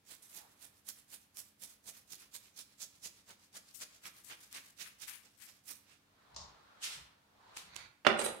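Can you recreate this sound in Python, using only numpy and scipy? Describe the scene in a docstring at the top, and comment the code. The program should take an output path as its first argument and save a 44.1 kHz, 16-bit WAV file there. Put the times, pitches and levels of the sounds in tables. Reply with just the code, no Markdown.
"""Fingers scratch through thick hair, four strokes a second, close to a stereo microphone in a small room.
Each stroke snaps hundreds of hairs past the nails, rubs the scalp and bumps the skull. Then the masseur
walks off to one side with scuffing sandals and swishing clothes. Something knocks on a counter, which
rings and sets the room booming, and two metal tools clink in high modes."""
import sys
import numpy as np
from scipy import signal
from scipy.fft import rfft, irfft
from scipy.io import wavfile

SR = 44100
rng = np.random.default_rng(int(sys.argv[2]) if len(sys.argv) > 2 else 0)


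def log_audio(samples):
    """Write samples as a 16-bit WAV file to the path given in sys.argv[1]."""
    # one column per channel
    frames = np.atleast_2d(samples).T
    # limit to full scale, then quantise
    limited = np.clip(frames, -1, 1)
    pcm = np.round(limited * 32767).astype(np.int16)
    wavfile.write(sys.argv[1], SR, pcm)


N = 370440

# Spectra. Each row: frequency in Hz, relative density in dB.
AIR_SPECTRUM = [(20, -38), (45, 1), (110, 4.5), (220, 2), (400, -3.5), (800, -5.5), (1600, -7),
                (4000, -9.5), (9000, -15), (15500, -17.5)]
CLOTH_SPECTRUM = [(60, -18), (200, -17.5), (400, -7.5), (700, -6.5), (880, -4), (1300, -4), (2000, -10),
                  (2800, -15), (3900, -12), (5500, -20.5), (9000, -30.5), (15000, -45)]
SCUFF_SPECTRUM = [(200, -25.5), (700, -25), (1400, -7.5), (2200, -4.5), (3000, 0.5), (4000, -1.5),
                  (5200, -2), (8000, -4), (12000, -12.5), (15500, -23)]
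SLAP_SPECTRUM = [(200, -13), (500, -9.5), (950, 4.5), (1600, -20), (2800, -9), (4200, -0.5), (5300, 3.5),
                 (6800, -2), (8500, -17.5), (12000, -40)]
THUD_SPECTRUM = [(25, -27), (55, 1), (110, -3), (180, -5), (300, -40), (700, -44), (3000, -70)]
TICK_SPECTRUM = [(40, -45), (150, -6), (400, -6), (900, 0), (4200, -4), (7000, -1.5), (15500, -17)]
SLIDE_SPECTRUM = [(200, -23), (550, -1.5), (1400, 3.5), (1750, 2), (2300, 8), (3000, -9), (3700, 4),
                  (4600, 4.5), (5400, -14), (6400, -3), (7500, -46), (15000, -39)]
CRACK_SPECTRUM = [(40, -29), (130, -9), (230, -9), (500, 4), (900, -3.5), (1400, -3), (2900, -2.5),
                  (3700, -13.5), (4800, -17), (6500, -27.5), (11500, -37), (13500, -68)]
CLASH_SPECTRUM = [(40, -22), (170, -6), (350, 7), (600, 7), (1200, -2.5), (2500, -5.5), (4200, -5.5),
                  (5600, -13.5), (7500, -4.5), (10000, -13), (12500, -34), (15500, -31)]
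SKULL_SPECTRUM = [(40, -14), (110, -25), (180, 0.5), (280, -12), (520, -9), (900, -8), (2500, -59)]
SCALP_SPECTRUM = [(60, -19), (200, -4.5), (450, -5.5), (800, -7.5), (1300, -1.5), (2500, 0), (3600, -4),
                  (6000, -5.5), (12000, -51)]
HAIR_SPECTRUM = [(300, -43), (1200, -51), (2200, -18.5), (3500, -6), (6000, -1.5), (8700, 0), (12000, -1.5),
                 (15500, -8)]

# Diffuse sound. Each row: frequency in Hz, channel correlation from 0 to 1.
COHERENCE = [(60, 1), (130, 0.91), (290, 0.61), (640, 0.42), (1400, 0)]
# Reverberation. Each row: frequency in Hz, T60 in seconds.
ROOM_T60 = [(100, 0.88), (400, 0.55), (1000, 0.64), (2800, 0.49), (7000, 0.32), (15000, 0.38)]
# Room tones. Each row: frequency in Hz, relative level in dB.
HUM_TONES = [(96.9, -85), (209.9, -84), (285.3, -85)]
ROOM_MODES = [(220.7, -59), (349.9, -47), (403.7, -43), (527.6, -49), (565.2, -46), (597.5, -57),
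              (716.0, -53), (796.7, -49), (990.5, -54)]
# Ringing bodies. Each row: frequency in Hz, relative level in dB, T60 in seconds.
COUNTER_MODES = [(229, -3, 0.16), (395, 1, 0.12), (606, 7, 0.038), (750, 1, 0.073), (1070, -16, 0.015),
                 (1350, -4, 0.036), (1436, 11, 0.056), (1990, -18, 0.022), (2100, -17, 0.031),
                 (2770, 10, 0.028), (2860, -15, 0.49)]
LARGE_TOOL_MODES = [(3930, 1.5, 0.098), (4750, -7, .05), (6500, -24, 0.044), (6940, -13, 0.068),
                    (7100, -7, .05), (8430, 12.5, 0.032), (9400, -7, .04), (13490, -18, 0.054)]
SMALL_TOOL_MODES = [(9350, 3, 0.055), (9900, 10, 0.065), (10360, -5, .09), (10900, -12, .04),
                    (11540, 3, 0.093), (13520, -13, .08), (15500, -13, .09)]

# Contacts. Each row: peak time in seconds, relative level in dB, rise and fall in seconds, pan in dB.
# Pan is always left minus right.
CLOTH_SWISHES = [(.42, -70, 0.14, 0.3, -3), (6.42, -64.5, 0.27, 0.72, -1), (6.92, -61, 0.16, .15, -0.5),
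                 (7.57, -60.5, 0.17, 0.17, -2)]
SOLE_SCUFFS = [(6.84, -36.5, 0.015, 0.031, -1), (6.866, -51, 0.021, .018, -5),
               (6.93, -47.5, 0.031, 0.032, -2), (7.58, -48, 0.02, 0.02, 0)]
SANDAL_SLAPS = [(6.346, -55, .001, 0.0051, 1), (6.3635, -37.5, 0.001, 0.0054, 0),
                (6.375, -47.5, 0.0043, 0.0039, 0), (6.413, -51, 0.0077, 0.014, 5)]
LOW_THUDS = [(6.39, -61.5, 0.053, 0.12, 2), (7.0, -63.5, 0.036, 0.059, -2), (7.78, -70, 0.23, 0.17, -1),
             (8.085, -60, 0.007, 0.12, 12)]
OBJECT_TICKS = [(7.572, -40, 0.0053, 0.0022, 0), (7.7465, -52, .0005, 0.0012, -5),
                (7.761, -47.5, 0.0041, 0.01, -11), (7.7638, -35.5, 0.00062, 0.002, -19)]
COUNTER_SLIDES = [(7.80, -53, 0.084, 0.04, -7), (7.855, -57.5, 0.043, 0.016, -15)]
COUNTER_KNOCKS = [(8.0492, -33, 0.0008, 0.014, -17), (8.0667, -11.5, 0.00024, 0.0061, -11),
                  (8.0719, -15.5, 0.001, 0.0023, -13)]
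# Tools touching. Each row: the five contact columns, large and small tool's ring in dB.
TOOL_CLINKS = [(8.176, -54, .001, 0.0033, -8, -45, -63), (8.1928, -26, 0.0037, 0.01, -9, -33.5, -61),
               (8.213, -31, 0.0046, 0.029, -4.5, -61, -50), (8.244, -33.5, 0.0043, 0.01, -14, -38.5, -34.5),
               (8.263, -29, 0.0063, 0.0073, -3.5, -39.5, -42.5),
               (8.284, -38.5, 0.0058, 0.019, -8, -55, -60)]
# The other hand catching in the hair. Each row: the five contact columns, rasp level in dB.
OTHER_CATCHES = [(.228, -60, .008, 0.082, -7, -83), (.303, -58, 0.012, .035, 2, -87),
                 (3.75, -50.5, 0.0073, 0.037, 22, -85), (4.251, -55, .008, 0.068, 15, -83),
                 (4.873, -58, 0.042, 0.025, 8, -54.5), (5.086, -47, 0.01, 0.027, 8, -50),
                 (5.14, -56.5, 0.028, .045, 14, -58), (5.427, -52, .026, 0.031, 12, -59.5)]
# Movement. Each row: peak time in seconds, level in dB, rise and fall in seconds, band centre in Hz.
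RUSTLES = [(.43, -65.5, 0.06, 0.054, 814), (6.4, -59.5, 0.077, 0.09, 902), (6.72, -70, 0.22, 0.12, 1306),
           (7.48, -66.5, 0.13, .12, 951)]

# Leading hand. Each row: peak time in seconds, hair level in dB, length in seconds.
HAND_STROKES = [(0.121, -50, 0.065), (0.371, -50.5, 0.084), (0.641, -53.5, 0.067), (.894, -43, .037),
                (1.14, -48.5, 0.056), (1.392, -46.5, 0.048), (1.636, -47, 0.042), (1.889, -45.5, 0.047),
                (2.132, -48, 0.055), (2.355, -42, 0.036), (2.598, -45.5, 0.052), (2.828, -41.5, 0.043),
                (3.058, -41.5, 0.042), (3.308, -53, .052), (3.569, -48, 0.044), (3.824, -40, .031),
                (4.068, -49, 0.048), (4.32, -54.5, 0.053), (4.567, -48.5, 0.069), (4.815, -42, 0.043),
                (5.032, -43, .043), (5.263, -62, 0.064), (5.491, -54, 0.053), (5.705, -43.5, 0.05),
                (5.919, -65, 0.092)]
# Stiff hairs. 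Each row: time in seconds, impulse level in dB, pan in dB.
HAIR_FLICKS = [(0.8894, -18, -5), (1.371, -25.5, -11), (1.637, -23.5, -5), (4.528, -29.5, 16)]
# Hand wandering. Each row: time in seconds, relative rub of a firm stroke, pan and treble tilt in dB.
HAND_CURVE = [(.1, -56.5, -10, -1), (1.4, -59, -9, 2), (2.4, -60.5, -8.5, -5), (3.05, -59, -6, -7),
              (3.8, -55, -0.5, -7.5), (4.07, -50.5, -1, -1), (4.35, -48, 0, -3), (4.57, -53, 1.5, -3),
              (4.82, -59, -10, -6.5), (5.1, -62.5, -11, -6.5), (5.5, -58, -9, -6), (5.7, -56.5, -10.5, 1.5),
              (5.92, -54.5, -10.5, -9)]
# Fingers sliding back. Each row: time in seconds, hair level in dB, delay after the stroke in seconds.
RETURN_CURVE = [(.1, -64.5, 0.12), (.5, -72, 0.15), (.9, -62.5, 0.093), (1.3, -74, .08), (1.65, -59, 0.068),
                (2.13, -55.5, 0.091), (2.65, -68.5, 0.13), (3.55, -61.5, 0.13), (4.4, -57, .11),
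                (5.2, -73.5, .09), (5.7, -61, 0.052), (5.92, -82, .08)]
# Palm closing over the crown. Each row: time in seconds, rasp level in dB, resonance in Hz.
PALM_CURVE = [(3.3, -62, 1200), (3.82, -60.5, 1470), (4.3, -52, 1870), (4.6, -49.5, 2600),
              (4.82, -49.5, 2500), (5.04, -51.5, 2570)]
# Fingertips landing. Each row: time in seconds, bump level in dB.
BUMP_CURVE = [(.1, -70.5), (1.4, -72.5), (1.9, -64), (2.4, -74.5), (3.3, -65), (3.9, -68.5), (4.6, -69),
              (5.7, -82)]


def gain_of(db):
    """Decibels to amplitude."""
    return 10 ** (np.asarray(db) / 20)


def unit_rms(x):
    """Scales to rms 1."""
    return x / np.sqrt(np.mean(x ** 2) + 1e-20)


def noise():
    """Independent white noise in two channels."""
    return rng.standard_normal((2, N))


def at_hz(table, hz):
    """Interpolates a table over log frequency."""
    table_hz, value = np.transpose(table)
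    return np.interp(np.log(hz + 1), np.log(table_hz + 1), value)


def at_time(curve, time_s):
    """Interpolates each column of a curve over time."""
    curve_s, *columns = np.transpose(curve)
    return [np.interp(time_s, curve_s, column) for column in columns]


def coloured(x, spectrum):
    """Zero-phase spectral shaping, at rms 1."""
    gain = gain_of(at_hz(spectrum, np.fft.rfftfreq(N, 1 / SR)))
    return unit_rms(irfft(rfft(x) * gain, N))


def filtered(x, spectrum):
    """Minimum-phase filter that keeps the power of white noise."""
    gain = unit_rms(gain_of(at_hz(spectrum, abs(np.fft.fftfreq(4096, 1 / SR)))))
    response = np.fft.ifft(np.exp(np.conj(signal.hilbert(np.log(gain))))).real
    return signal.oaconvolve(x, response[None], axes=1)[:, :N]


def swells(contacts):
    """Stereo envelope of contacts that build up and let go; powers add."""
    t, power = np.arange(N) / SR, np.zeros((2, N))
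    for peak_s, db, rise_s, fall_s, pan_db in contacts:
        near = slice(max(int((peak_s - 5 * rise_s) * SR), 0), int((peak_s + 5 * fall_s) * SR))
        offset_s = t[near] - peak_s
        width_s = np.where(offset_s < 0, rise_s, fall_s) + 1e-6
        shape = np.exp(-2 * (abs(offset_s) / width_s) ** 1.5)
        left = 1 / (1 + gain_of(-pan_db) ** 2)
        power[:, near] += 2 * np.array([[left], [1 - left]]) * gain_of(db) ** 2 * shape
    return np.sqrt(power)


def snaps(per_s, spread_db, hiss):
    """Friction: tiny random snaps, unequal in the two channels, over sliding hiss."""
    size = gain_of(spread_db * np.minimum(rng.exponential(1, N), 4))
    clicks = size * (rng.random(N) < per_s / SR) * noise()
    clicks[0] = np.roll(clicks[0], 2)
    return unit_rms(unit_rms(clicks) + hiss * noise())


def patchy(x, depth_db, bins):
    """Lets the colour drift in random time-frequency patches."""
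    frames = signal.stft(x, nperseg=256)[2]
    patch = np.outer(np.hanning(bins), np.hanning(2 * bins))
    drift = unit_rms(signal.oaconvolve(rng.standard_normal(frames.shape), patch[None], "same"))
    return unit_rms(signal.istft(frames * gain_of(depth_db * drift), nperseg=256)[1][:, :N])


def ring(x, modes):
    """Drives decaying modes of unit total energy, with random phases per channel."""
    t = np.arange(SR // 2) / SR
    body = sum(gain_of(db - 60 * t / t60_s) * np.sin(2 * np.pi * (hz * t + rng.random((2, 1))))
               for hz, db, t60_s in modes)
    return signal.fftconvolve(x, body / np.linalg.norm(body, axis=1, keepdims=True), axes=1)[:, :N]


def diffuse(x):
    """Sound from all sides is alike in both channels at long wavelengths only."""
    left, independent = rfft(x)
    coherence = at_hz(COHERENCE, np.fft.rfftfreq(x.shape[1], 1 / SR))
    right = coherence * left + np.sqrt(1 - coherence ** 2) * independent
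    return irfft(np.array([left, right]), x.shape[1])


def room(x, gap_s=0.0046, crossfeed=0.5, echoes_per_s=5000):
    """Reflections after a short gap, mostly on the source's side; each band has its own decay."""
    taps = rng.standard_normal((2, SR)) * (rng.random((2, SR)) < echoes_per_s / SR)
    hz, t, frames = signal.stft(diffuse(taps), SR, nperseg=256)
    decay = gain_of(-60 * t / at_hz(ROOM_T60, hz)[:, None])
    tail = signal.istft(frames * decay, SR, nperseg=256)[1]
    tail *= np.arange(tail.shape[1]) > gap_s * SR
    mixed = (x + crossfeed * x[::-1]) / np.hypot(1, crossfeed)
    return signal.fftconvolve(mixed, tail / np.linalg.norm(tail[0]), axes=1)[:, :N]


def air(noise_db=-74, hum_gain_db=-2):
    """The quiet room: low rumble, hiss and a faint hum."""
    t = np.arange(N) / SR
    hum = sum(gain_of(db) * unit_rms(np.sin(2 * np.pi * (hz * t + rng.random()))) for hz, db in HUM_TONES)
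    return gain_of(noise_db) * coloured(diffuse(noise()), AIR_SPECTRUM) + gain_of(hum_gain_db) * hum


def rustling(width_hz=290, climb_hz_per_s=750):
    """Movement rustles in a soft, narrow band that glides upward."""
    t, out = np.arange(N) / SR, np.zeros((2, N))
    baseband = signal.sosfilt(signal.butter(2, width_hz / 2, fs=SR, output="sos"), noise() + 1j * noise())
    for peak_s, db, rise_s, fall_s, centre_hz in RUSTLES:
        cycles = np.cumsum(centre_hz + climb_hz_per_s * (t - peak_s)) / SR
        band = unit_rms((baseband * np.exp(2j * np.pi * cycles)).real)
        out += band * swells([(peak_s, db, rise_s, fall_s, 0)])
    return out


def walking(feet_db=-2):
    """Soles slide and slap; clothes swish. Low thuds of the steps, then of the knock on the counter."""
    friction = coloured(snaps(per_s=9000, spread_db=4.5, hiss=1.2), SCUFF_SPECTRUM)
    feet = patchy(friction, depth_db=0, bins=8) * swells(SOLE_SCUFFS)
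    feet += filtered(noise() * swells(SANDAL_SLAPS), SLAP_SPECTRUM)
    thuds = coloured(noise()[0] + 0.29 * noise(), THUD_SPECTRUM) * swells(LOW_THUDS)
    cloth = patchy(coloured(noise(), CLOTH_SPECTRUM), depth_db=1.3, bins=5) * swells(CLOTH_SWISHES)
    return gain_of(feet_db) * (feet + room(feet)) + thuds + cloth


def handling(room_db=-7):
    """A hand touches small things and slides one along the counter."""
    ticks = filtered(noise() * swells(OBJECT_TICKS), TICK_SPECTRUM)
    friction = coloured(snaps(per_s=1900, spread_db=-1, hiss=0.99), SLIDE_SPECTRUM)
    direct = ticks + friction * swells(COUNTER_SLIDES)
    return direct + gain_of(room_db) * room(direct)


def boom(left_db=7, right_db=9, build_s=0.01, t60_s=0.55):
    """The room's low modes swell after the hard blow and die slowly."""
    t = np.maximum(np.arange(N) / SR - COUNTER_KNOCKS[1][0], 0)
    tones = sum(gain_of(db) * np.sin(2 * np.pi * (hz * t + rng.random() + 0.23 * rng.random((2, 1))))
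                for hz, db in ROOM_MODES)
    envelope = (1 - np.exp(-t / build_s)) * gain_of(-60 * t / t60_s)
    return gain_of([[left_db], [right_db]]) * envelope * tones


def knock(crack_db=-1, ring_db=-7, room_db=-6.5, band_hz=(150, 4500)):
    """A light touch, then a hard double blow: a short crack and the counter's modes."""
    force = swells(COUNTER_KNOCKS)
    peaks = np.round(np.transpose(COUNTER_KNOCKS)[0] * SR).astype(int)
    blows = np.zeros((2, N))
    blows[:, peaks] = force[:, peaks]
    blows *= np.linalg.norm(force) / np.linalg.norm(blows)
    # The panel radiates little bass; the contact is too soft for high treble.
    bandpass = signal.butter(3, band_hz, "bandpass", fs=SR, output="sos")
    body = signal.sosfilt(bandpass, ring(blows, COUNTER_MODES))
    crack = filtered(unit_rms(noise()[0] + 0.65 * noise()) * force, CRACK_SPECTRUM)
    direct = gain_of(crack_db) * crack + gain_of(ring_db) * body
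    return direct + gain_of(room_db) * room(direct)


def clinks(clash_db=-5.5, room_db=-4, detune=0.0254):
    """Two metal tools chatter on each other and on the counter, and ring in high modes."""
    peak_s, db, rise_s, fall_s, pan_db, large_db, small_db = np.transpose(TOOL_CLINKS)
    chatter = snaps(per_s=4400, spread_db=3, hiss=0.43)
    clash = chatter * swells(zip(peak_s, db, rise_s, fall_s, pan_db))
    direct = gain_of(clash_db) * filtered(clash, CLASH_SPECTRUM)
    for tool_db, modes in (large_db, LARGE_TOOL_MODES), (small_db, SMALL_TOOL_MODES):
        # Pressed together, the tools give each mode two damped neighbours that beat with it.
        neighbours = [(hz * (1 + side * detune), mode_db - 6.5, t60_s / 2)
                      for hz, mode_db, t60_s in modes for side in (-1, 1)]
        drive = chatter * swells(zip(peak_s, tool_db, rise_s, fall_s, pan_db))
        direct += ring(drive, list(modes) + neighbours)
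    return direct + gain_of(room_db) * room(direct)


def rise_and_fall(length_s, rise_share=0.54):
    """Splits a stroke into build-up and release."""
    return length_s * rise_share, length_s * (1 - rise_share)


def skull_bumps(edge_s=0.025):
    """The fingertips land on the skull with every stroke."""
    bumps = [(peak_s, *at_time(BUMP_CURVE, peak_s), edge_s, edge_s, 0) for peak_s, _, _ in HAND_STROKES]
    return coloured(noise()[0] + 0.5 * noise(), SKULL_SPECTRUM) * swells(bumps)


def hair_flicks():
    """A bent hair springs off a nail with one sharp click."""
    time_s, db, pan_db = np.transpose(HAIR_FLICKS)
    clicks = np.zeros((2, N))
    clicks[:, np.round(time_s * SR).astype(int)] = gain_of([db + pan_db / 2, db - pan_db / 2])
    return filtered(clicks, HAIR_SPECTRUM)


def palm_rasps(q=0.81, palm_pan_db=-12, drag_share=0.81, other_palm_hz=2140):
    """The hollow under each palm picks a rasping band out of the friction."""
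    friction, out = snaps(per_s=3200, spread_db=2.5, hiss=0.63), np.zeros((2, N))
    rasps = [(peak_s, rasp_db, rise_s, fall_s, pan_db, other_palm_hz)
             for peak_s, _, rise_s, fall_s, pan_db, rasp_db in OTHER_CATCHES]
    for peak_s, _, length_s in HAND_STROKES:
        if PALM_CURVE[0][0] - length_s < peak_s < PALM_CURVE[-1][0] + length_s:
            rasp_db, hz = at_time(PALM_CURVE, peak_s)
            rasps.append((peak_s, rasp_db, *rise_and_fall(drag_share * length_s), palm_pan_db, hz))
    for *contact, hz in rasps:
        b, a = signal.iirpeak(hz, q, fs=SR)
        band = signal.lfilter(b, a, signal.lfilter(b, a, friction))
        out += unit_rms(band) * swells([contact])
    return out


def catching(depth_db=2.2, window_samples=500):
    """Locks catch on a nail and slip off, clumping the snaps over a few milliseconds."""
    drift = unit_rms(signal.oaconvolve(rng.standard_normal(N), np.hanning(window_samples), "same"))
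    return unit_rms(gain_of(depth_db * drift))


def finger_contacts(firm_db=-45, rub_db_per_db=0.55, return_s=0.086, return_rub_db=-8.5,
                    return_pan_share=0.58, other_rub_db=-16.5, other_tilt_db=4):
    """Strokes, their light returns and the other hand's catches, joined column by column."""
    peak_s, db, length_s = np.transpose(HAND_STROKES)
    rub_db, pan_db, tilt_db = at_time(HAND_CURVE, peak_s)
    rub_db += rub_db_per_db * (db - firm_db)
    strokes = [peak_s, db, *rise_and_fall(length_s), rub_db, pan_db, tilt_db]
    back_db, delay_s = at_time(RETURN_CURVE, peak_s)
    returns = [peak_s + delay_s, back_db, *rise_and_fall(return_s),
               back_db + return_rub_db, return_pan_share * pan_db, tilt_db]
    peak_s, db, rise_s, fall_s, pan_db, _ = np.transpose(OTHER_CATCHES)
    catches = [peak_s, db, rise_s, fall_s, db + other_rub_db, pan_db, other_tilt_db]
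    return np.hstack([np.broadcast_arrays(*kind) for kind in (strokes, returns, catches)])


def scratching(scalp_db=1.5, room_db=-9.5, split_hz=8000):
    """Hairs snap past the nails in a bright crackle; fingertips rub a duller sound from the scalp."""
    peak_s, db, rise_s, fall_s, rub_db, pan_db, tilt_db = finger_contacts()
    # The colour drifts as the fingers meet new locks.
    hair = coloured(snaps(per_s=5500, spread_db=0, hiss=0.86), HAIR_SPECTRUM)
    hair = patchy(hair, depth_db=1.8, bins=12) * catching()
    scalp = coloured(snaps(per_s=3000, spread_db=4, hiss=0.87), SCALP_SPECTRUM)
    scalp = gain_of(scalp_db) * patchy(scalp, depth_db=1.5, bins=8)
    # The crackle turns brighter or duller as the hand wanders.
    middle = signal.sosfilt(signal.butter(2, split_hz, fs=SR, output="sos"), hair)
    treble = hair - middle
    direct = middle * swells(zip(peak_s, db - tilt_db / 2, rise_s, fall_s, pan_db))
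    direct += treble * swells(zip(peak_s, db + tilt_db / 2, rise_s, fall_s, pan_db))
    direct += scalp * swells(zip(peak_s, rub_db, rise_s, fall_s, 0.56 * pan_db - 0.5))
    direct += palm_rasps() + hair_flicks() + skull_bumps()
    return direct + gain_of(room_db) * room(direct)


def scene():
    """All sources at the microphone."""
    return scratching() + walking() + rustling() + handling() + knock() + boom() + clinks() + air()


def record(dry, cutoff_hz=15850):
    """The recorder's band limit."""
    lowpass = signal.firwin(511, cutoff_hz, window=("kaiser", 9), fs=SR)
    return signal.oaconvolve(dry, lowpass[None], "same")


dry = scene()
out = record(dry)
log_audio(out)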